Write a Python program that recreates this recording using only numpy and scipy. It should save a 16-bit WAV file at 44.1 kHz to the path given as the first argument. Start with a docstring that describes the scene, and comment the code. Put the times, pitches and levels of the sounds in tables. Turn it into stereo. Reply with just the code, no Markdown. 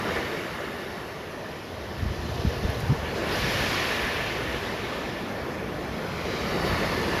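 """A beach of fine shingle, heard from just above the water line.
Bubble clouds roar dully in the surf further out. Three small waves spill and wash up, with weaker
ones between; their bubbles ring, their foam fizzes and they rattle the grit, each with a ground echo.
Light wind rumbles on the microphone, with a cluster of soft buffets before the middle wave."""
import sys
import numpy as np
from scipy import signal
from scipy.fft import rfft, irfft, next_fast_len
from scipy.io import wavfile
from scipy.ndimage import uniform_filter1d, map_coordinates

SR = 44100
rng = np.random.default_rng(int(sys.argv[2]) if len(sys.argv) > 2 else 0)


def master_out(mix):
    """Clip the mix to full scale and print it as 16-bit PCM to the path in sys.argv[1]."""
    frames = np.transpose(np.atleast_2d(mix))
    ceiling = np.clip(frames, -1, 1)
    pcm = np.round(ceiling * 32767).astype(np.int16)
    wavfile.write(sys.argv[1], SR, pcm)


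N = 317520

# Breaking waves: (break time [s], build-up [s], spill length [s],
# roar level [dB], wash level [dB], foam level [dB], foam build-up [s])
WAVES = [(-0.13, .31, 0.17, -31.5, -31.5, -44.5, .31), (2.454, 0.91, 0.25, -36.5, -39, -43.5, 0.89),
         (3.24, 0.31, 0.54, -31.5, -29, -37, 0.083), (4.383, 0.46, 0.31, -35.5, -36, -66, .8),
         (5.332, 0.49, 0.18, -35, -63, -82, .43), (6.598, 0.72, 0.55, -29.5, -29.5, -42, 0.61)]


def amp(db):
    """Amplitude ratio: tenfold for every 20 dB."""
    return 10 ** (np.asarray(db) / 20)


def unit(x):
    """Normalisation to an rms of 1."""
    return x / np.sqrt(np.mean(x ** 2) + 1e-20)


def along(points, hz, column=1):
    """Interpolation of one table column on a logarithmic frequency axis."""
    columns = np.transpose(points)
    return np.interp(np.log(hz + 1), np.log(columns[0] + 1), columns[column])


def wobble(rate_hz):
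    """Slow random modulation: a spline through rate_hz Gaussian knots a second."""
    knots = rng.standard_normal(1024)
    return map_coordinates(knots, [np.arange(N) * rate_hz / SR], mode="wrap")


def filtered(x, response):
    """Linear filtering: the spectrum of x times a complex frequency response."""
    padded = next_fast_len(N + 8192)
    return irfft(rfft(x, padded) * response(np.fft.rfftfreq(padded, 1 / SR)), padded)[..., :N]


def surges(rows, lag_s, ebb_s, calm_db):
    """Incoherent addition: surges build, hold and ebb, and their powers add over a calm floor."""
    t = np.arange(N) / SR - lag_s
    power = amp(calm_db) ** 2
    for start, build, length, db in rows:
        shape = np.exp(np.minimum(t - start, 0) / build - np.maximum(t - start - length, 0) / ebb_s)
        power = power + (amp(db) * shape) ** 2
    return np.sqrt(power)


def churn(patchy_db):
    """Modulated noise: two white streams whose strength varies in patches of time and frequency."""
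    spectra = signal.stft(rng.standard_normal((2, N)), nperseg=512)[2]
    patches = uniform_filter1d(rng.standard_normal(spectra.shape[1:]), size=5, axis=0)
    patches = uniform_filter1d(patches, size=12, axis=1)
    return unit(signal.istft(spectra * amp(patchy_db * unit(patches)), nperseg=512)[1][:, :N])


def grains(low_hz, high_hz, cycles, spread_db, rise, count, samples):
    """Damped oscillators in two streams: bubbles that glide upward, or stones that tick."""
    when, pitch, bulk, life, side = rng.random((count, 5)).T[:, :, None]
    hz = low_hz * (high_hz / low_hz) ** pitch
    t = np.arange(samples) / SR
    age = t * hz / (cycles * (.5 + life))  # in decay times
    strength = amp(spread_db * np.minimum(-np.log(1 - bulk), 5)) * hz / high_hz
    envelope = strength * np.exp(-age) * (1 - t / t.max())
    ring = envelope * np.sin(2 * np.pi * hz * t * (1 + rise * np.minimum(age, 2)))
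    where = (when * N).astype(int) + np.arange(samples)
    pan = (np.cos(2 * np.pi * side), np.sin(2 * np.pi * side))
    return unit(np.array([np.bincount(where.ravel(), (ring * p).ravel(), N)[:N] for p in pan]))


def over_ground(pair):
    """Comb filtering: an inverted echo off the porous shingle, its delay set by microphone height."""
    # Ground reflection, strong while the microphone is low: (time [s], delay [ms], strength [0-1])
    reflection = [(0, 1.19, .22), (1.2, 1.22, .17), (2.0, 1.9, .04), (5.3, 1.03, .06), (5.6, 1.04, .18),
                  (6.0, 1.07, .2), (6.4, 1.15, .34), (7.2, 1.33, .1)]
    times, delays, strengths = np.transpose(reflection)
    t = np.arange(N) / SR
    delay_ms, strength = np.interp(t, times, delays), np.interp(t, times, strengths)
    delayed = np.arange(N) - delay_ms * SR / 1000
    glancing = filtered(pair, lambda hz: 1 / (1 + (hz / 7500) ** 4))  # the rough bed scatters treble
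    echo = np.array([map_coordinates(stream, [delayed]) for stream in glancing])
    return (pair - strength * echo) / np.hypot(1, strength)


def in_stereo(pair, colour):
    """Partial coherence: two independent streams are coloured and mixed to left and right, at rms 1."""
    # Stereo image across frequency: (frequency [Hz], coherence [0-1], left lead [rad], left over right [dB])
    stereo_image = [(60, .97, 0, 0), (140, .72, .1, 0), (320, .84, .1, .2), (500, .75, 0, .6),
                    (800, .5, 0, 1.8), (1130, .38, -.4, 1.5), (1350, .56, -2.4, -3.1),
                    (1590, .58, -2.5, -4.3), (1640, .7, -3.2, -4.5), (1672, .75, -5.0, -5),
                    (1750, .82, -5.9, -4.6), (2200, .95, -6.2, -1.6), (3200, .975, -6.25, -.3),
                    (3700, .997, -6.28, 0), (5100, .997, -6.3, 0), (5500, .8, -7.1, 0),
                    (7400, .75, -8.15, 0), (8300, .95, -9.4, 0), (9200, .6, -10.4, 0),
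                    (10300, .63, -11.1, 0), (11300, .9, -12.2, 0), (12000, .99, -12.55, 0),
                    (12800, .9, -12.9, 0), (13500, .6, -13.9, 0), (14500, .55, -14.4, 0)]

    def blend(hz):
        turn = np.arccos(np.clip(along(stereo_image, hz), 0, 1)) / 2
        return amp(along(colour, hz)) * [np.cos(turn), np.sin(turn)]

    def lean(hz):
        lead, balance_db = along(stereo_image, hz, column=2), along(stereo_image, hz, column=3)
        half = np.exp(.5j * lead) * amp(balance_db / 2)
        sides = np.array([half, 1 / half])
        return sides / np.linalg.norm(sides, axis=0)
    common, apart = filtered(pair, blend)
    return unit(filtered(np.array([common + apart, common - apart]), lean))


def swells(rows):
    """Band-limited noise: each row swells and fades in a Gaussian envelope, with its ground echo."""
    t = np.arange(N) / SR
    total = np.zeros((2, N))
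    for peak_s, db, half_s, centre_hz, octaves in rows:
        passband = lambda hz: np.exp(-(np.log2((hz + 1) / centre_hz) / octaves) ** 2 / 2)
        band = filtered(rng.standard_normal((2, N)), passband)
        total += amp(db) * np.exp(-((t - peak_s) / half_s) ** 2) * unit(band)
    return np.std(total) * in_stereo(over_ground(total), colour=[(1, 0), (SR, 0)])


def wind():
    """Turbulent pressure: eddies rumble on the microphone in quick lumps, harder in each gust."""
    # Gusts: (time [s], build-up [s], length [s], level [dB])
    gusts = [(0.03, 0.079, 0.053, -42.5), (2.0, 0.2, 1, -35), (3.42, 0.21, 0.059, -31.5),
             (4.35, 0.34, 0.15, -36), (4.88, 0.1, 0.042, -41), (5.6, 0.46, 0.58, -47),
             (6.62, 0.71, 0.71, -36.5)]
    # Spectrum of the eddies: (frequency [Hz], relative level [dB])
    colour = [(15, -40), (28, -22), (42, -6.5), (60, -0.5), (80, 0), (130, -2.5), (200, -14.5), (300, -40),
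              (700, -56), (2000, -70)]
    lumps = unit(amp(1.3 * wobble(22)))
    gain = surges(gusts, lag_s=0, ebb_s=0.33, calm_db=-50.5) * lumps
    return gain * in_stereo(rng.standard_normal((2, N)), colour)


def buffets():
    """Pressure pulses: single eddies shove the diaphragm into low swings under a puff of turbulence."""
    # Eddies striking the microphone: (time [s], peak level [dB], frequency [Hz], swell time [s])
    eddies = [(2.022, -20, 89.5, 0.008), (2.051, -22, 74.4, 0.013), (2.053, -25.5, 212, 0.0048),
              (2.099, -30, 80, 0.014), (2.184, -41, 90, 0.02), (2.29, -25, 129, 0.0057),
              (2.391, -25, 101, .009), (2.448, -13, 147, 0.0033), (2.463, -17, 76, 0.012),
              (2.637, -16.5, 141, 0.0014), (2.64, -17, 70, 0.0093), (2.68, -21, 90, 0.012),
              (2.759, -30, 110, 0.01), (2.826, -26, 133, 0.0096), (2.861, -22, 90, 0.013),
              (2.887, -14, 122, 0.018), (2.912, -19, 153, 0.013), (3.026, -25, 94, 0.0073),
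              (3.44, -22, 128, 0.0056), (3.59, -25, 59.6, 0.018), (4.025, -26, 53.7, 0.0092),
              (6.624, -27, 75, .009), (6.685, -28, 60, .014), (6.723, -18, 89, 0.0069),
              (7.041, -31, 70, 0.016)]
    # Noise spectra: (frequency [Hz], relative level [dB])
    puff_colour = [(25, -27), (60, 15), (150, 10), (240, 12), (400, -24), (1200, -59), (4000, -92)]
    rush_colour = [(100, -23), (280, 6), (480, -8), (900, -19), (2000, -45), (6000, -80)]
    swings, puffs = np.zeros(N), np.zeros(N)
    for start, db, hz, swell in eddies:
        t = np.maximum(np.arange(N) / SR - start, 0)
        push = amp(db) * t / swell * np.exp((1 - (t / swell) ** 2) / 2)
        swings -= push * np.sin(2 * np.pi * hz * t)
        puffs += push
    leak = signal.butter(3, 32, "high", fs=SR, output="sos")  # the slowest pressure leaks away
    turbulence = amp(-10.5) * puffs * in_stereo(rng.standard_normal((2, N)), puff_colour)
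    # By the square law, only the hardest eddies rush in the midrange.
    rush = amp(-7) * puffs ** 2 * in_stereo(rng.standard_normal((2, N)), rush_colour)
    return signal.sosfilt(leak, swings) + turbulence + rush


def roar():
    """Low bubble resonance: clouds of large bubbles boom and gurgle in the surf further out."""
    # Spectrum of the surf: (frequency [Hz], relative level [dB])
    colour = [(30, -34), (80, -6.5), (130, -3.5), (200, 0), (280, -1), (360, -1), (500, -1), (650, -3),
              (850, -7.5), (1100, -8), (1500, -12.5), (2000, -14.5), (4000, -66), (14000, -38.5)]
    rows = [(start, build, spill, db) for start, build, spill, db, _, _, _ in WAVES]
    gain = surges(rows, lag_s=0.0029, ebb_s=0.61, calm_db=-37) * amp(0.36 * wobble(7.5))
    glugs = grains(322.8, 640, cycles=7.2, spread_db=1.0, rise=0.011, count=500, samples=2600)
    return gain * in_stereo(churn(patchy_db=0.84) + amp(-23) * glugs, colour)


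def grit():
    """Friction noise: grit crunches close by, and the waves drag a hissing bed of it over the beach."""
    # Shifting grit: (time [s], level [dB], half-length [s], centre [Hz], width [octaves])
    shifts = [(.75, -61, 0.59, 11100, 0.26), (1.08, -58, .012, 11500, .3), (2.703, -44, .0015, 12000, .25),
              (2.802, -46, 0.014, 5800, 0.6), (2.803, -48, .009, 11400, .25),
              (1.514, -49.5, .007, 4800, .04), (2.35, -51, 0.27, 4300, .45), (3.07, -41.5, .04, 2600, 0.35),
              (3.18, -43.5, 0.035, 4200, 0.58), (3.335, -52, .022, 11700, 0.33),
              (3.62, -51, .15, 11400, .3), (3.62, -37, 0.33, 3500, 0.69), (3.92, -33.5, 0.58, 2170, 0.53),
              (4.9, -44.5, 0.47, 2910, 0.63), (6.37, -45, 0.23, 4260, 0.53), (6.9, -44, 0.69, 4400, 0.19),
              (6.675, -39, 0.028, 3700, .45), (6.69, -50, 0.065, 10500, .45)]
    return swells(shifts)


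def foam():
    """Damped ringing: bubbles ping in the bursting foam, and fine shingle ticks as the water rolls it."""
    # Spectrum of the foam: (frequency [Hz], relative level [dB])
    colour = [(800, -7.5), (2000, -4), (2800, 2), (3600, -0.5), (4800, -2), (6000, -4.5), (8000, -17.5),
              (10500, -10.5), (13500, -16), (15500, -23)]
    rows = [(start, build, spill, db) for start, _, spill, _, _, db, build in WAVES]
    gain = surges(rows, lag_s=0.08, ebb_s=0.65, calm_db=-52) * amp(0.24 * wobble(11))
    fizz = grains(2800, 5600, cycles=70, spread_db=1.2, rise=0.0032, count=2200, samples=1600)
    ticks = grains(5200, 11800, cycles=2.3, spread_db=2.0, rise=0, count=7000, samples=100)
    sizzle = over_ground(churn(patchy_db=1.8) + amp(-14) * fizz + amp(-8.5) * ticks)
    return gain * in_stereo(sizzle, colour)


def splashes():
    """Impact noise: water slaps and plunges where a crest falls over."""
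    # Falling water: (time [s], level [dB], half-length [s], centre [Hz], width [octaves])
    plunges = [(.11, -36, 0.092, 1000, .6), (.173, -31, 0.03, 700, 1.23), (.175, -33.5, .025, 447, .35),
               (.3, -44, 0.62, 336, 0.58), (2.92, -38, 0.23, 805, 0.67), (4.075, -32, 0.036, 1730, 0.07),
               (3.63, -31, .03, 220, .6), (5.6, -41.5, 0.55, 211, 0.36), (6.5, -38, 0.76, 166, 0.21),
               (6.37, -39.5, .17, 1500, 0.91), (6.71, -33, 0.067, 1100, 1.05), (6.85, -28, 0.031, 400, 1.2),
               (7.08, -37.5, 0.12, 330, 0.44)]
    return swells(plunges)


def wash():
    """Bubble resonance: the spilling crest is an even rush of water, dense with small ringing bubbles."""
    # Spectrum of the spilling crest: (frequency [Hz], relative level [dB])
    colour = [(150, -45), (400, -4.5), (700, -0.5), (950, 0.5), (1200, 0.5), (1500, 5.5), (1760, 4),
              (1900, -4), (2200, -2), (2800, -7), (3600, -11.5), (6000, -18), (10000, -23), (15000, -30)]
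    rows = [(start, build, spill, db) for start, build, spill, _, db, _, _ in WAVES]
    gain = surges(rows, lag_s=0.14, ebb_s=0.93, calm_db=-48) * amp(0.18 * wobble(18))
    bubbles = grains(683, 3630, cycles=4.8, spread_db=1.0, rise=0.03, count=9000, samples=400)
    water = over_ground(churn(patchy_db=2.0) + amp(-13.5) * bubbles)
    return gain * in_stereo(water, colour)


def scene():
    """Superposition: the pressures of sea, shore and wind add."""
    return roar() + wash() + splashes() + foam() + grit() + wind() + buffets()


def record(dry):
    """Spectral shaping: narrow peaks and dips colour the whole sound, under a band limit."""
    # Narrow peaks and dips: (frequency [Hz], width [Hz], gain [dB])
    hollow_colour = [(281, 34, -1.5), (363, 58, 0.74), (528, 28, -1.4), (1290, 38, -1.2), (1643, 18, -6),
                     (1740, 57, 0.9), (1910, 53, 2.4)]
    top_hz = 14600

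    def response(hz):
        gain_db = sum(db * np.exp(-((hz - centre) / width) ** 2) for centre, width, db in hollow_colour)
        return amp(gain_db) * (hz < top_hz)
    return filtered(dry, response)


dry = scene()
out = record(dry)
master_out(out)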